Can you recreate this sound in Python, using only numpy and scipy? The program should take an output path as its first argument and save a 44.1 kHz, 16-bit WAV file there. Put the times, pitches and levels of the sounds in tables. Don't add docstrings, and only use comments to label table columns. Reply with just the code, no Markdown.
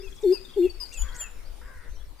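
import sys
import numpy as np
from scipy import signal
from scipy.fft import rfft, irfft
from scipy.io import wavfile
from scipy.ndimage import uniform_filter1d, map_coordinates

SR = 44100
rng = np.random.default_rng(int(sys.argv[2]) if len(sys.argv) > 2 else 0)


def materialize(psi):
    bounded = np.clip(np.atleast_2d(psi).T, -1, 1)
    quanta = np.round(bounded * 32767).astype(np.int16)
    wavfile.write(sys.argv[1], SR, quanta)


N = 97020
LEAD = SR // 4
TIME = np.arange(N) / SR


def amp(db):
    return 10 ** (np.asarray(db) / 20)


def unit(x):
    return x / np.sqrt(np.mean(x ** 2) + 1e-20)


def at_hz(points, hz):
    f, value = np.transpose(points)
    return np.interp(np.log(hz + 1), np.log(f + 1), value)


def follow(points):
    s, *columns = np.transpose(points)
    t = np.arange(s[0], s[-1], 1 / SR)
    return s[0], [np.interp(t, s, c) for c in columns]


def drift(size, hz):
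    f = np.fft.rfftfreq(SR, 1 / SR)
    return unit(irfft(rfft(rng.standard_normal(SR)) / (1 + (f / hz) ** 4)))[:size]


def pan(balance_db):
    return np.array([amp(balance_db / 2), amp(-balance_db / 2)])


def add(mix, start, sound, balance_db, lead_s=0):
    right = map_coordinates(sound, [np.arange(len(sound)) - lead_s * SR], order=3)
    part = mix[:, LEAD + round(start * SR):][:, :len(sound)]
    part += (pan(balance_db)[:, None] * [sound, right])[:, :part.shape[1]]


def noise_pair(spectrum, likeness, balance_db, patchy_db):
    hz = np.fft.rfftfreq(2048, 1 / SR)
    a, b, c, d, patches = rng.standard_normal((N // 512 + 5, len(hz), 5)).T
    patches = unit(uniform_filter1d(uniform_filter1d(patches, size=24, axis=0), size=5, axis=1))
    alike = np.clip(at_hz(likeness, hz), -1, 1)[:, None]
    left = a + 1j * b
    right = alike * left + np.sqrt(1 - alike ** 2) * (c + 1j * d)
    gain = amp(at_hz(spectrum, hz)[:, None] + patchy_db * patches) * pan(at_hz(balance_db, hz))[..., None]
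    return unit(signal.istft(gain * [left, right], nperseg=2048, noverlap=1536)[1][:, :N])


def air():
    spectrum = [(70, -32.5), (120, -5), (225, -5), (340, -5), (490, -5), (700, -10), (1100, -12.5),
                (1700, -14), (2500, -15.5), (3700, -19), (4800, -19.5), (11000, -27), (15500, -28.5)]
    likeness = [(100, 0.074), (500, 0.2), (1500, 0.51), (5000, 0.18), (15000, 0.16)]
    balance = [(100, 1), (500, 1), (2000, 1.6), (15000, 1.6)]
    swell = [(0, -55), (.3, -52.5), (.7, -54.5), (.84, -53.5), (1.02, -51.5), (1.24, -54.5), (1.42, -53.5),
             (1.8, -56.5), (2.2, -57.5)]
    return noise_pair(spectrum, likeness, balance, patchy_db=3) * amp(np.interp(TIME, *np.transpose(swell)))


def wind():
    spectrum = [(8, -1.5), (25, 2.5), (45, -8), (65, -15.5), (100, -21.5), (160, -34), (400, -74),
                (2000, -100)]
    gusts = [(0, -46), (.08, -45.5), (.17, -46), (.24, -46.5), (.42, -47.5), (.72, -44), (.95, -47.5),
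             (1.03, -32), (1.2, -43.5), (1.39, -38), (1.58, -44.5), (1.77, -42.5), (1.86, -46.5),
             (2.03, -33.5), (2.2, -50.5)]
    rumble = noise_pair(spectrum, likeness=[(25, 0.71), (120, 0.23)],
                        balance_db=[(30, 10.1), (120, 5.2)], patchy_db=2.5)
    return rumble * amp(5 + np.interp(TIME, *np.transpose(gusts)))


def whistle(hz, level_db, octave_db, rough=0, edge_s=.002, jitter=.0013):
    t = np.arange(len(hz)) / SR
    phase = 2 * np.pi * np.cumsum(hz * (1 + jitter * drift(len(hz), hz=236))) / SR
    edges = np.clip(np.minimum(t, t[-1] - t) / edge_s, 0, 1)
    flutter = (1 + rough * drift(len(hz), hz=200)) / np.hypot(1, rough)
    overtone = amp(octave_db + 47 * np.log2(hz / hz.mean()))
    return flutter * edges * amp(level_db) * np.sqrt(2) * (np.sin(phase) + overtone * np.sin(2 * phase))


def foliage(dry, wet_db, near_db, near_s=.017, gap_s=.0088, echoes_per_s=2500):
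    decay = [(200, 0.33), (400, 0.47), (2500, 0.57), (5000, 0.6), (8000, 0.3), (15000, 0.57)]
    size = SR // 2
    t = np.arange(size) / SR
    taps = rng.choice([-1., 1.], (2, size)) * (rng.random((2, size)) < echoes_per_s / SR) * (t > gap_s)
    hz, s, bands = signal.stft(taps, SR, nperseg=256)
    tail = signal.istft(bands * amp(-60 * s / at_hz(decay, hz)[:, None]), SR, nperseg=256)[1][:, :size]
    near = rng.standard_normal((2, size)) * (t > .001) * (t < near_s)
    echoes = (amp(wet_db) * unit(tail) + amp(near_db) * unit(near)) / np.sqrt(size)
    return (dry + signal.fftconvolve(dry, echoes, axes=1)[:, :dry.shape[1]])[:, LEAD:LEAD + N]


def bird(shape, calls, balance_db, octave_db, wet_db, near_db, lead_s=0, rough=0):
    out = np.zeros((2, LEAD + N))
    s, hz, db = np.transpose(shape)
    for start, length, ratio, level_db in calls:
        shape_s = np.linspace(0, s[-1], round(length * SR))
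        pitch = uniform_filter1d(np.interp(shape_s, s, hz), size=len(shape_s) // 16)
        note = whistle(ratio * pitch, level_db + np.interp(shape_s, s, db), octave_db, rough)
        add(out, start, note, balance_db, lead_s)
    return foliage(out, wet_db, near_db)


def coucal(echo_s=.052, echo_db=-31):
    shape = [(0, 365, -29.5), (.004, 373, -15.5), (.009, 420, -7.5), (.014, 437, -3.5), (.02, 431, -1.7),
             (.033, 382.5, 1), (.046, 356, 1.1), (.064, 354.2, 0.4), (.096, 376.8, 3), (.108, 396, -2.5),
             (.114, 360, -12), (.121, 335, -37.5)]
    calls = [(-.132, 0.12, 1.04, -15), (.228, 0.12, 1, -18), (.56, 0.12, .968, -19)]
    hoots = bird(shape, calls, balance_db=5.4, octave_db=-38.5, wet_db=-22.5, near_db=-35.5)
    echo = np.array([np.interp(TIME - echo_s, TIME, side, left=0) for side in hoots])
    return hoots + amp(echo_db) * echo


def tweets():
    # t/s, length/s, first f/Hz, middle f/Hz, last f/Hz, mid-note level/dB, left over right/dB
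    notes = [(-.02, 0.081, 4600, 5130, 6500, -56, 12), (-.01, 0.036, 3710, 3540, 3320, -59, 10),
             (0.622, 0.05, 3360, 3380, 3160, -57, 8.5), (0.071, 0.017, 3420, 3371, 3250, -55, 11),
             (0.123, 0.012, 3440, 3330, 3240, -56.5, 20), (0.177, 0.019, 3430, 3374, 3430, -55.5, 11.5),
             (0.234, 0.0099, 3680, 3690, 3618, -51, 16), (0.272, 0.024, 4540, 4400, 4440, -51, 2.5),
             (0.298, 0.024, 4760, 4650, 4560, -52, 3), (0.446, 0.018, 3710, 3615, 3513, -54, 18),
             (0.486, 0.033, 3390, 3390, 4000, -52, 4.5), (0.534, 0.014, 3560, 3325, 3224, -53, 14),
             (0.584, 0.038, 3480, 3686, 3550, -56.5, 5), (0.925, 0.017, 3620, 3520, 3520, -54, 12),
             (.973, 0.0098, 3495, 3380, 3250, -53, 10.5), (1.014, 0.026, 3370, 3367, 3370, -57.5, 16),
             (1.082, 0.017, 3416, 3278, 3193, -57, 18), (1.121, 0.015, 3640, 4220, 5300, -54.5, 3),
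             (1.441, 0.052, 4210, 4750, 5180, -62, 7), (1.88, 0.078, 6180, 6230, 6040, -65, 2),
             (1.95, 0.023, 6030, 5720, 5540, -58, 5), (1.961, 0.017, 2810, 3100, 3210, -61.5, 0),
             (1.993, 0.037, 3360, 3380, 3380, -64, 9.5), (2.055, 0.0144, 5500, 5404, 5400, -63, 1),
             (2.176, 0.035, 4780, 4694, 4400, -65, 17)]
    out = np.zeros((2, LEAD + N))
    for start, length, first, middle, last, level_db, balance_db in notes:
        progress = np.linspace(0, 1, round(length * SR))
        hz = np.polyval(np.polyfit([0, .5, 1], [first, middle, last], 2), progress)
        arch_db = level_db - 8 * (2 * progress - 1) ** 2
        add(out, start, whistle(hz, arch_db, octave_db=-23, rough=.38), balance_db, lead_s=4e-5)
    return foliage(out, wet_db=-5, near_db=-8)


def chirps():
    shape = [(0, 2160, -5.5), (.009, 2700, -4.5), (.017, 2824, 2), (.032, 2737, 0.5), (.052, 2603, 1),
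             (.068, 2550, -0.5), (.078, 2404, -14)]
    calls = [(.02, 0.077, 0.98, -55.5), (.316, 0.073, 1, -51), (.62, 0.074, 1.008, -49),
             (.914, .076, 1, -48.5), (1.204, .076, 1.01, -48)]
    return bird(shape, calls, balance_db=7.5, octave_db=-38.5, wet_db=-10, near_db=-8)


def zips():
    shape = [(0, 6760, -15), (.007, 8200, -5), (.012, 8300, -2), (.018, 7000, 2.5), (.024, 5500, 3.5),
             (.03, 4940, -1.5)]
    calls = [(.086, 0.034, 1.08, -63.5), (.144, 0.029, 1.03, -61), (.201, 0.033, 1, -59.5)]
    return bird(shape, calls, balance_db=2.5, octave_db=-53, wet_db=-8.5, near_db=-3.5)


def pips():
    shape = [(0, 5350, -9), (.005, 5050, -1), (.02, 4975, 1.5), (.035, 4900, 0.5), (.05, 4760, -6.5),
             (.06, 4560, -10), (.068, 4250, -12.5)]
    calls = [(.322, .064, 0.99, -41.5), (.799, .07, 0.99, -41)]
    return bird(shape, calls, balance_db=14.5, octave_db=-27, wet_db=-9, near_db=-7.5,
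                lead_s=3.6e-5, rough=.22)


def peep():
    shape = [(0, 4520, -3.5), (.006, 4504, 4), (.013, 4500, 1), (.022, 4457, -4)]
    calls = [(.695, 0.025, 1, -49)]
    return bird(shape, calls, balance_db=16, octave_db=-39.5, wet_db=-9, near_db=-21, lead_s=4e-5)


def squeals(warble_hz=100.1, crack_hz=190, crack_db=-17, strain_s=.017, hiss_db=-22):
    curves = [
        [(.922, 6595, -47, 1200), (.931, 6900, -48.5, 1296), (.944, 7410, -43.5, 1197.5),
         (.958, 8300, -59, 147.5), (.967, 7720, -50, 5), (.979, 7075, -37.5, 6), (.998, 6910, -38, 8),
         (1.015, 6850, -39.5, -16), (1.018, 6846, -33.5, -3), (1.025, 7130, -35, 11), (1.031, 6800, -44, 0)],
        [(1.143, 6260, -50, 1087), (1.155, 6600, -50, 1297), (1.166, 7200, -42.5, 1100),
         (1.176, 8380, -57.5, 147), (1.186, 7850, -45.5, 15), (1.194, 7238, -41.5, -2), (1.215, 7180, -30.5, 6),
         (1.225, 7020, -34, -3), (1.24, 7070, -38, 7), (1.244, 7060, -34, 0)],
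    ]
    out = np.zeros((2, LEAD + N))
    for curve in curves:
        start, (hz, db, depth) = follow(curve)
        size = len(hz)
        t = np.arange(size) / SR
        sweep = signal.sawtooth(2 * np.pi * warble_hz * t, width=.9)
        hoarse = np.clip(.6 * depth / depth.max(), 0, 1)
        strain = np.exp(-((t[-1] - t) / strain_s) ** 4)
        flutter = np.sqrt(1 - hoarse) + np.sqrt(hoarse) * drift(size, hz=1100)
        crack = drift(size, hz=260) + 2 * strain * np.sin(2 * np.pi * crack_hz * t)
        flutter *= 1 + amp(crack_db) * crack
        hiss = strain * amp(db + hiss_db) * rng.standard_normal(size)
        tone = whistle(hz + depth * sweep, db - 1.5, octave_db=-40)
        add(out, start, hiss + flutter * tone, balance_db=3.5)
    return foliage(out, wet_db=-11, near_db=-12)


def beak(source, hz, width_hz=950):
    turn = np.exp(2j * np.pi * np.cumsum(hz) / SR)
    pole = np.exp(-np.pi * width_hz / SR)
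    return unit((turn * signal.lfilter([1], np.poly([pole, pole]), source / turn)).real)


def rasps(rattle_hz=92, pitch_swing=.11, level_swing=.25):
    # t/s, voice f/Hz, beak resonance f/Hz, level/dB, roughness (capped at 1)
    curves = [
        [(1.0, 538, 1300, -62.5, 1.1), (1.055, 534.8, 1590, -49, 0.78), (1.11, 503, 1540, -52, 0.68),
         (1.18, 485.8, 1630, -48, 0.15), (1.235, 449, 1702, -49.5, 0.77), (1.29, 437, 1510, -56, 1),
         (1.315, 436, 1446, -68, 1)],
        [(1.614, 458, 1410, -50, 0.26), (1.62, 471, 1420, -52.5, 0.2), (1.626, 484.8, 1520, -56.5, 1),
         (1.66, 521.6, 1640, -54, 1), (1.71, 530.8, 1520, -53, 0.47), (1.78, 502.2, 1680, -54.5, 0.65),
         (1.84, 476, 1820, -54.5, 0.6), (1.888, 462, 1710, -56.5, 0.8), (1.912, 448, 1600, -75, 0.9)],
    ]
    hiss_band = signal.butter(4, [850, 2200], "bandpass", fs=SR, output="sos")
    out = np.zeros((2, LEAD + N))
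    for curve in curves:
        start, (hz, beak_hz, db, rough) = follow(curve)
        size, rough = len(hz), np.clip(rough, 0, 1)
        rattle = rough * np.cos(2 * np.pi * np.cumsum(rattle_hz * (1 + .078 * drift(size, hz=34))) / SR)
        phase = 2 * np.pi * np.cumsum(hz * (1 + pitch_swing * rattle + .006 * drift(size, hz=83))) / SR
        voice = unit(sum(np.cos(k * phase) / np.sqrt(k) for k in range(1, 5)))
        hiss = signal.sosfilt(hiss_band, rng.standard_normal(size))
        shake = 1 + level_swing * rattle
        hiss_share = .5 * rough
        voiced = np.sqrt(1 - hiss_share) * beak(voice * shake, beak_hz)
        hoarse = np.sqrt(hiss_share) * beak(hiss * shake, beak_hz)
        add(out, start, amp(db) * (voiced + hoarse), balance_db=4)
    return foliage(out, wet_db=-9, near_db=-8)


def scene():
    return air() + wind() + coucal() + tweets() + chirps() + zips() + pips() + peep() + squeals() + rasps()


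def record(dry, sensor_hz=48000, cutoff_hz=15600):
    treble_lift = [(2500, -1), (3500, -0.5), (7000, 0.5), (11000, 3), (15000, 1)]
    fast = signal.resample(dry, round(N * sensor_hz / SR), axis=1)
    dropped = fast[:, np.arange(N) * sensor_hz // SR]
    bright = irfft(rfft(dropped) * amp(at_hz(treble_lift, np.fft.rfftfreq(N, 1 / SR))), N)
    lowpass = signal.firwin(511, cutoff_hz, window=("kaiser", 9), fs=SR)
    return signal.oaconvolve(bright, lowpass[None], "same")


dry = scene()
out = record(dry)
materialize(out)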